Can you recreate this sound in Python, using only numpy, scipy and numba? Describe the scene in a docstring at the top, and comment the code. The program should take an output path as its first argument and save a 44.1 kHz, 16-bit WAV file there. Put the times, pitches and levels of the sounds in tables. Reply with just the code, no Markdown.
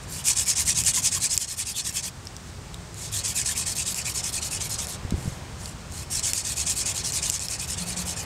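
"""A hand drill: dry palms roll a wooden spindle to and fro in a hearth board, about ten strokes a second.
Stick-slip friction in the socket rasps, hisses through wood dust and excites the modes of the spindle.
Three passes run down the stick, with pauses while the hands move back up; the socket squeaks, and the
tip snaps at some of the turns. Outdoors, distant traffic rumbles, and a few soft bumps come in the
second pause. One close microphone with automatic gain picks it all up."""
import sys
import numpy as np
from scipy import signal
from scipy.fft import rfft, irfft, next_fast_len
from scipy.io import wavfile
from scipy.ndimage import uniform_filter1d
from numba import njit

SR = 44100
rng = np.random.default_rng(int(sys.argv[2]) if len(sys.argv) > 2 else 0)


def wav_record(signal):
    """Record a signal, one row per channel, as 16-bit PCM in the file named by sys.argv[1]."""
    frames = np.transpose(np.atleast_2d(signal))
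    bounded = np.clip(frames, -1, 1)
    # unit amplitude maps onto the largest positive 16-bit level
    quanta = np.round(bounded * 32767).astype(np.int16)
    wavfile.write(sys.argv[1], SR, quanta)


N = 363825


def from_db(db):
    """Amplitude ratio of a level in decibels."""
    return 10 ** (np.asarray(db) / 20)


def unit_rms(x):
    """Normalisation to an rms of one."""
    return x / np.sqrt(np.mean(x ** 2) + 1e-20)


def drift(rate_hz):
    """Random modulation: low-pass noise of unit rms, drawn at every 32nd sample."""
    count = next_fast_len(N // 32 + 2)
    hz = np.fft.rfftfreq(count, 32 / SR)
    slow = irfft(rfft(rng.standard_normal(count)) * (hz > 0) / (1 + (hz / rate_hz) ** 2), count)
    return np.interp(np.arange(N) / 32, np.arange(count), unit_rms(slow))


def colour(x, spectrum):
    """Spectral shaping by (frequency [Hz], level [dB]) points, rolling off beyond the ends; unit rms."""
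    points_hz, db = np.transpose(spectrum)
    size = next_fast_len(len(x))
    hz = np.fft.rfftfreq(size, 1 / SR) + 1e-3
    roll_off = np.minimum(1, hz / points_hz[0]) ** 2 * np.minimum(1, points_hz[-1] / hz) ** 2
    gain = from_db(np.interp(np.log(hz), np.log(points_hz), db)) * roll_off
    return unit_rms(irfft(rfft(x, size) * gain, size)[:len(x)])


def resonate(x, hz, width_hz):
    """Second-order resonance with unit peak gain."""
    r = np.exp(-np.pi * width_hz / SR)
    gain = (1 - r * r) / 2
    return signal.lfilter([gain, 0, -gain], [1, -2 * r * np.cos(2 * np.pi * hz / SR), r * r], x)


def decay(t, t60):
    """Exponential damping: 60 dB down after t60 seconds."""
    return np.exp(-np.log(1000) * t / t60)


def ring(t, hz, t60):
    """Free vibration of one damped mode."""
    return np.sin(2 * np.pi * hz * t) * decay(t, t60)


def add(out, sound, start):
    """Superposition of a sound from a start time in seconds."""
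    at = max(0, round(start * SR))
    out[at:at + len(sound)] += sound[:max(0, N - at)]


# Level of the outdoor rumble and tyre noise, with a brief low gust near 0.8 s:
# (time [s], rumble level [dB], tyre level [dB])
OUTDOOR_LEVELS = [(0, -40.5, -47.5), (0.5, -42, -48), (0.8, -36.5, -48), (1.2, -41.5, -48),
                  (2.3, -42.5, -51), (5.1, -40.3, -45), (5.9, -40.5, -48.5), (8.25, -40, -44)]
# Spectra of rumble, tyres and open air: (frequency [Hz], relative spectral level [dB])
RUMBLE_SPECTRUM = [(12, -32), (20, -19.5), (60, 0.5), (81, 2), (167, -4), (184, -5), (216, -13), (249, -11),
                   (297, -18.5), (330, -18), (430, -33.5), (730, -120)]
TYRE_SPECTRUM = [(200, -16), (350, 2.5), (450, 1.5), (800, 1.5), (1100, -1.5), (1600, -4.5), (2500, -6.5),
                 (5000, -13.5)]
AIR_SPECTRUM = [(1000, 5), (2500, -3.5), (5000, 0), (8500, 0.5), (10000, -11), (12000, -15), (15700, -20)]
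# Tones of far engines: (start [s], end [s], frequency [Hz], level [dB])
ENGINES = [(2.95, 3.4, 105, -41.5), (7.65, 8.25, 177, -41), (1.7, 7.8, 350, -62.5), (0.99, 4.1, 415, -62.5),
           (6.2, 7.4, 69, -51)]


def outdoors(noise_db=1.5, air_db=-48.5, waver_hz=2.63, throb_db=3.5):
    """Incoherent sources add: low rumble, tyre noise, modulated engine tones and a faint even hiss."""
    t = np.arange(N) / SR
    times, rumble_db, tyre_db = np.transpose(OUTDOOR_LEVELS)
    out = np.zeros(N)
    for levels_db, spectrum in (rumble_db, RUMBLE_SPECTRUM), (tyre_db, TYRE_SPECTRUM):
        noise = colour(rng.standard_normal(N), spectrum)
        out += from_db(np.interp(t, times, levels_db) + noise_db) * noise
    waver = waver_hz * drift(6.7)
    throb = from_db(throb_db * drift(18))
    for start, end, hz, db in ENGINES:
        progress = np.clip((t - start) / (end - start), 0, 1)
        swell = np.sqrt(np.abs(np.sin(np.pi * progress)))
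        tone = np.sqrt(2) * np.sin(2 * np.pi * np.cumsum(hz + waver) / SR)
        out += from_db(db) * swell * throb * tone
    return out + from_db(air_db) * colour(rng.standard_normal(N), AIR_SPECTRUM)


# Soft thuds: (time [s], level [dB], frequency [Hz], 60 dB decay time [s])
THUDS = [(5.048, -15, 89, .05), (5.1216, -10, 190, 0.029), (5.138, -11, 81, 0.072), (5.177, -23, 136, 0.17),
         (5.255, -17.5, 171, 0.054), (5.276, -12, 130, 0.043), (5.321, -23, 109, 0.096)]


def bumps(bump_db=-2.0, scuff_db=-15.5, cutoff_hz=420):
    """Heavy damping: each dull thud is one low mode that dies away together with a soft scuff."""
    out, t = np.zeros(N), np.arange(SR // 5) / SR
    for start, db, hz, t60 in THUDS:
        scuff = unit_rms(resonate(rng.standard_normal(len(t)), hz=250, width_hz=220)) * decay(t, t60)
        add(out, from_db(db + bump_db) * (ring(t, hz, t60) + from_db(scuff_db) * scuff), start)
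    return signal.sosfilt(signal.butter(3, cutoff_hz, fs=SR, output="sos"), out + 1e-18)


# The socket bites hard: (centre time [s], frequency [Hz], level [dB])
SQUEAKS = [(0.479, 2300, -42), (0.598, 2150, -38.5), (0.69, 2030, -40.5), (0.98, 1030, -43),
           (1.175, 1100, -45), (1.76, 3470, -36), (1.794, 4260, -35), (3.384, 2470, -42), (3.40, 1710, -45),
           (3.50, 1760, -41), (3.564, 2390, -42), (3.801, 2600, -41.5), (3.991, 2530, -42),
           (4.08, 2360, -39.5)]


def squeaks(squeak_db=1.0, length_s=0.055, relative_width=0.11):
    """Frictional excitation: one mode of the spindle sings briefly, as a rough narrow band of noise."""
    out, swell = np.zeros(N), np.hanning(round(length_s * SR))
    for time, hz, db in SQUEAKS:
        band = resonate(rng.standard_normal(SR // 5), hz, hz * relative_width)
        band = resonate(band, hz, 2 * hz * relative_width)[-len(swell):]
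        add(out, from_db(db + squeak_db) * swell * np.sqrt(2) * unit_rms(band), time - length_s / 2)
    return out


# Modes of tip and board: (frequency [Hz], relative level [dB], 60 dB decay time [s])
TIP_MODES = [(2540, -10, 0.0045), (5210, -5.5, 0.01), (5500, -1.5, 0.0032), (7500, -3, 0.0086),
             (10000, -1.5, 0.0018), (12700, -5.5, 0.0024)]
# Jumps of the tip: (time [s], level [dB], ring frequency [Hz], relative crack level [dB])
TIP_JUMPS = [(0.4539, -33, 5430, -5), (0.8372, -22, 5430, 19), (1.3678, -26, 4550, 0),
             (1.3771, -12.5, 7250, 13), (1.9259, -34, 7410, 3), (2.2535, -42, 6800, 5),
             (2.271, -31, 5370, -8), (2.3659, -34.5, 5900, -2), (2.7436, -34, 3730, 2),
             (2.9437, -38, 7200, 4), (3.9451, -25, 7190, 6), (4.87, -29.5, 7600, 12),
             (5.107, -32.5, 3900, 8), (5.6579, -31, 4600, 2), (5.9222, -37, 6590, 9),
             (6.1948, -24, 6940, 2), (6.3339, -17.5, 7200, 24), (7.1219, -24.5, 7200, -3),
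             (7.2994, -15.5, 7440, 10), (7.3064, -25.5, 7200, 5), (7.3945, -24.5, 6930, -2),
             (7.4844, -22.5, 5330, 0)]


def snaps(snap_db=-1.0, ring_db=6.0, ring_t60=0.0072, splinter_t60=0.0086):
    """Impulsive excitation: the tip jumps in its socket, and a dry crack rings for milliseconds."""
    out, t = np.zeros(N), np.arange(SR // 50) / SR
    low_cut = signal.butter(2, 1800, "high", fs=SR, output="sos")   # a small source radiates lows poorly
    for start, db, ring_hz, crack_db in TIP_JUMPS:
        modes = sum((-1) ** k * from_db(mode_db + rng.normal()) * ring(t, hz, t60)
                    for k, (hz, mode_db, t60) in enumerate(TIP_MODES))
        splinter = colour(rng.standard_normal(len(t)), RASP_SPECTRUM) * decay(t, splinter_t60)
        crack = from_db(crack_db) * (modes + .5 * splinter)
        snap = signal.sosfilt(low_cut, crack - from_db(ring_db) * ring(t, ring_hz, ring_t60))
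        add(out, from_db(db + snap_db) * snap / np.std(snap[:SR // 250]), start)
    return out


# Passes down the stick: (start [s], end [s], first level [dB], tiring [dB/s], dust [dB],
# push surge [dB], push lean [dB], pull surge [dB], pull lean [dB])
# Surge lifts the middle of a stroke; lean lifts its start and lowers its end as much.
HAND_PASSES = [(0.23, 2.102, -20, 4, 1.0, 4, -1.3, 1.8, 0.8),
               (3.11, 4.973, -24, 3.5, 1.0, -2, 0.7, -3, 1.5),
               (6.09, 8.25, -22, 4.5, -1.2, -1, 0.5, -1.5, 0.8)]
# Reversals of the palms, each starting a roll: (time [s], accent [dB])
REVERSALS = [(0.237, -1), (0.35, -2), (0.452, -1.5), (0.549, -1.5), (0.648, 0.0), (0.743, 0), (0.837, 2.5),
             (0.926, 1.5), (1.016, 2.0), (1.105, -0.5), (1.198, 1.5), (1.288, -0.5), (1.376, -1.5),
             (1.467, -2.5), (1.56, 0), (1.648, -1.5), (1.742, 0), (1.833, -0.5), (1.924, -1), (2.02, -3),
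             (3.114, -3), (3.231, -1.5), (3.341, 1), (3.444, 1), (3.548, 0.0), (3.652, -0.5), (3.748, 0.5),
             (3.85, 0), (3.942, -2), (4.04, -0.5), (4.137, 1.5), (4.224, 0.0), (4.319, 1.5), (4.408, 0.0),
             (4.499, 0.5), (4.594, 0), (4.688, 1.5), (4.774, 0.0), (4.868, -3.5), (6.099, -3.5),
             (6.222, -1.5), (6.332, -1.5), (6.434, -2.5), (6.554, -0.5), (6.652, 1.5), (6.751, 1),
             (6.847, 0.5), (6.937, -2.0), (7.031, -1), (7.12, 2), (7.213, 0), (7.311, 4), (7.391, -0.5),
             (7.481, 0.5), (7.579, -0.5), (7.669, 0.5), (7.763, -1.0), (7.853, -0.5), (7.957, 0.5),
             (8.047, 0.5), (8.154, -1.5)]
# Slow twists as the hands settle: (start [s], end [s], level [dB], lean [dB], dust [dB])
SETTLING_TWISTS = [(0.005, 0.055, -49, -2, 3), (0.077, 0.234, -35.5, -2, 6.5), (2.38, 2.525, -56, -7, 0),
                   (2.947, 3.112, -36.5, -1.5, -1), (5.148, 5.428, -45.5, 3.5, 2.5),
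                   (5.575, 5.747, -43, 1, 1), (5.898, 6.056, -38.5, -2.5, 2.5)]


def strokes(turn_s=0.0055, neutral_grip_db=-30, packing_db_per_db=0.44):
    """Reciprocating motion: push and pull alternate, and a firmer grip packs the dust and dulls it."""
    for first, last, first_db, tiring, pass_dust_db, *shape_db in HAND_PASSES:
        push_surge, push_lean, pull_surge, pull_lean = shape_db
        rolls = [(time, accent) for time, accent in REVERSALS if first - .05 < time < last - .05]
        ends = [time for time, _ in rolls[1:]] + [last]
        for k, ((start, accent_db), end) in enumerate(zip(rolls, ends)):
            level_db = first_db - tiring * (start - first) + accent_db
            dust_db = pass_dust_db + packing_db_per_db * (neutral_grip_db - level_db)
            # (surge [dB], lean [dB], dust [dB], dust lean [dB], catch [dB])
            push = (push_surge, push_lean, dust_db, 5, 0)      # starts bright
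            pull = (pull_surge, pull_lean, dust_db, -7, 3.0)   # catches with a jerk, ends bright
            yield start + turn_s / 2, end - turn_s / 2, level_db, *(pull if k % 2 else push)
    for start, end, level_db, lean_db, dust_db in SETTLING_TWISTS:
        yield start, end, level_db, 0, lean_db, dust_db, 0, 0


def palms(breakaway=0.043, creep=0.089, catch_s=0.014, catch_width_s=0.0056,
          loose_grip_db=-28.5, damping_db_per_db=0.76):
    """Static friction yields, then the spin rises and falls as a sine; a firm grip damps the spindle."""
    speed, pressure, resonance_db, grit_db, progress = np.zeros((5, N))
    for start, end, level_db, surge_db, lean_db, dust_db, dust_lean_db, catch_db in strokes():
        span = slice(max(0, round(start * SR)), min(N, round(end * SR)))
        progress[span] = part = np.linspace(0, 1, len(progress[span]))
        speed[span] = np.abs(np.sin(np.pi * (breakaway + (1 - breakaway) * part)))
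        jerk_db = catch_db * np.exp(-.5 * ((part * (end - start) - catch_s) / catch_width_s) ** 2)
        contour_db = np.interp(part, [.2, .5, .8], [lean_db, surge_db, -lean_db])
        pressure[span] = from_db(level_db + jerk_db + contour_db)
        resonance_db[span] = min(-0.5, damping_db_per_db * (loose_grip_db - level_db))
        grit_db[span] = dust_db + dust_lean_db * np.cos(np.pi * part)
    # the palms keep pressing and creeping through the turns
    pressure = np.maximum(pressure, uniform_filter1d(pressure, size=SR // 40))
    return np.hypot(speed, creep), pressure, resonance_db, grit_db, progress


def micro_slips(per_s, spread_db, chatter_db, chatter_hz):
    """Friction as shot noise: thousands of tiny slips a second, uneven in size and coming in clumps."""
    sizes = rng.standard_normal(N) * from_db(spread_db * np.clip(rng.standard_normal(N), -2, 2))
    slipping = rng.random(N) < per_s / SR
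    return unit_rms(sizes * slipping * from_db(chatter_db * drift(chatter_hz)))


@njit
def gliding_resonance(x, angle, radius):
    """Time-varying resonator: its centre, in radians per sample, moves while it rings."""
    out, state = np.zeros(len(x)), 0j
    for i in range(len(x)):
        state = state * radius * complex(np.cos(angle[i]), np.sin(angle[i])) + (1 - radius) * x[i]
        out[i] = state.real
    return out


def turning_modes(drive, modes, speed, glide, wander_db, wander_hz):
    """Forced vibration at a moving contact: each mode glides and swells, while the total rms stays one."""
    out = 0
    for hz, width_hz, db in modes:
        centre_hz = hz * (1 + glide * np.clip(drift(wander_hz), -2.5, 2.5) * np.sqrt(speed))
        swell = from_db(db + wander_db * np.clip(drift(wander_hz), -2, 2))
        angle, radius = 2 * np.pi * centre_hz / SR, np.exp(-2 * np.pi * width_hz / SR)
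        # filtering twice keeps the valleys between the modes deep
        out = out + swell * gliding_resonance(gliding_resonance(drive, angle, radius), angle, radius)
    return out / np.sqrt(uniform_filter1d(out ** 2, size=SR // 30) + 1e-12)


# Rasp of skin and wood, and hiss of the finest dust: (frequency [Hz], relative spectral level [dB])
RASP_SPECTRUM = [(500, -27.5), (1500, -23.5), (3000, -14), (4000, -13.5), (5200, -5.5), (6300, -2.5),
                 (7500, 1), (8900, -2), (9600, -7), (10400, -9.5), (11300, -21.5), (12400, -32),
                 (14000, -30), (15500, -37)]
DUST_SPECTRUM = [(8000, -15), (10400, 4), (11300, 3), (12400, 2.5), (14000, -5), (15500, -12)]
# Dry fibre modes and spindle bending modes: (frequency [Hz], bandwidth [Hz], relative level [dB])
FIBRE_MODES = [(6130, 520, -1), (6440, 240, 0), (6950, 200, 5.5), (8620, 530, 4), (8230, 250, -4)]
BENDING_MODES = [(1055, 204, -11.5), (1885, 166, -6.5), (2235, 190, -4), (2526, 140, 1), (2925, 216, -2.5),
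                 (3365, 305, -2), (3877, 450, -1), (4383, 280, 1.5), (4916, 130, 1.5), (5356, 220, 3.5)]


def hand_drill(rasp_db=-2.0, fibre_db=-5.5, dust_db=-14.0, spindle_db=-9.0, build_up_db=5.5):
    """Stick-slip friction: noise grows with pressure and speed; the ring builds up through each roll."""
    speed, pressure, resonance_db, grit_db, progress = palms()
    slips = micro_slips(per_s=20000, spread_db=-2.7, chatter_db=2.08, chatter_hz=122)
    grinding = micro_slips(per_s=10000, spread_db=0.4, chatter_db=1.5, chatter_hz=90)
    powder = micro_slips(per_s=18000, spread_db=1.8, chatter_db=1.0, chatter_hz=110)
    # finer grit makes a roll sound higher
    fibre_modes = [(hz * (1 + 0.0096 * grit_db), width_hz, db) for hz, width_hz, db in FIBRE_MODES]
    fibres = turning_modes(grinding, fibre_modes, speed, glide=.05, wander_db=5.5, wander_hz=14)
    bending = turning_modes(grinding, BENDING_MODES, speed, glide=.03, wander_db=3.2, wander_hz=12)
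    rasp = from_db(rasp_db) * colour(slips, RASP_SPECTRUM) + from_db(fibre_db) * fibres
    dust = from_db(dust_db + grit_db + 2 * drift(30)) * colour(powder, DUST_SPECTRUM)
    spindle = from_db(spindle_db + resonance_db + build_up_db * progress) * bending
    return pressure * (speed ** 0.97 * rasp + speed ** 1.1 * dust + speed ** 0.65 * spindle)


def scene():
    """Free field: the sources add without echo, and both channels carry the same sound."""
    return np.tile(hand_drill() + squeaks() + snaps() + bumps() + outdoors(), (2, 1))


def record(dry):
    """Automatic gain control: loud peaks duck the gain, which recovers slowly; the top is cut steeply."""
    threshold_db, excess_share, recovery_db_per_s, attack_s = -9.0, 0.58, 6.5, 0.011
    cutoff_hz = 15600
    excess_db = np.maximum(0, 20 * np.log10(np.abs(dry).max(axis=0) + 1e-9) - threshold_db)
    recovery_db = recovery_db_per_s * np.arange(N) / SR
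    duck_db = np.maximum.accumulate(excess_share * excess_db + recovery_db) - recovery_db
    pole = np.exp(-1 / (attack_s * SR))
    ducked = dry * from_db(-signal.lfilter([1 - pole], [1, -pole], duck_db))
    return signal.sosfilt(signal.ellip(10, .1, 80, cutoff_hz, fs=SR, output="sos"), ducked)


dry = scene()
out = record(dry)
wav_record(out)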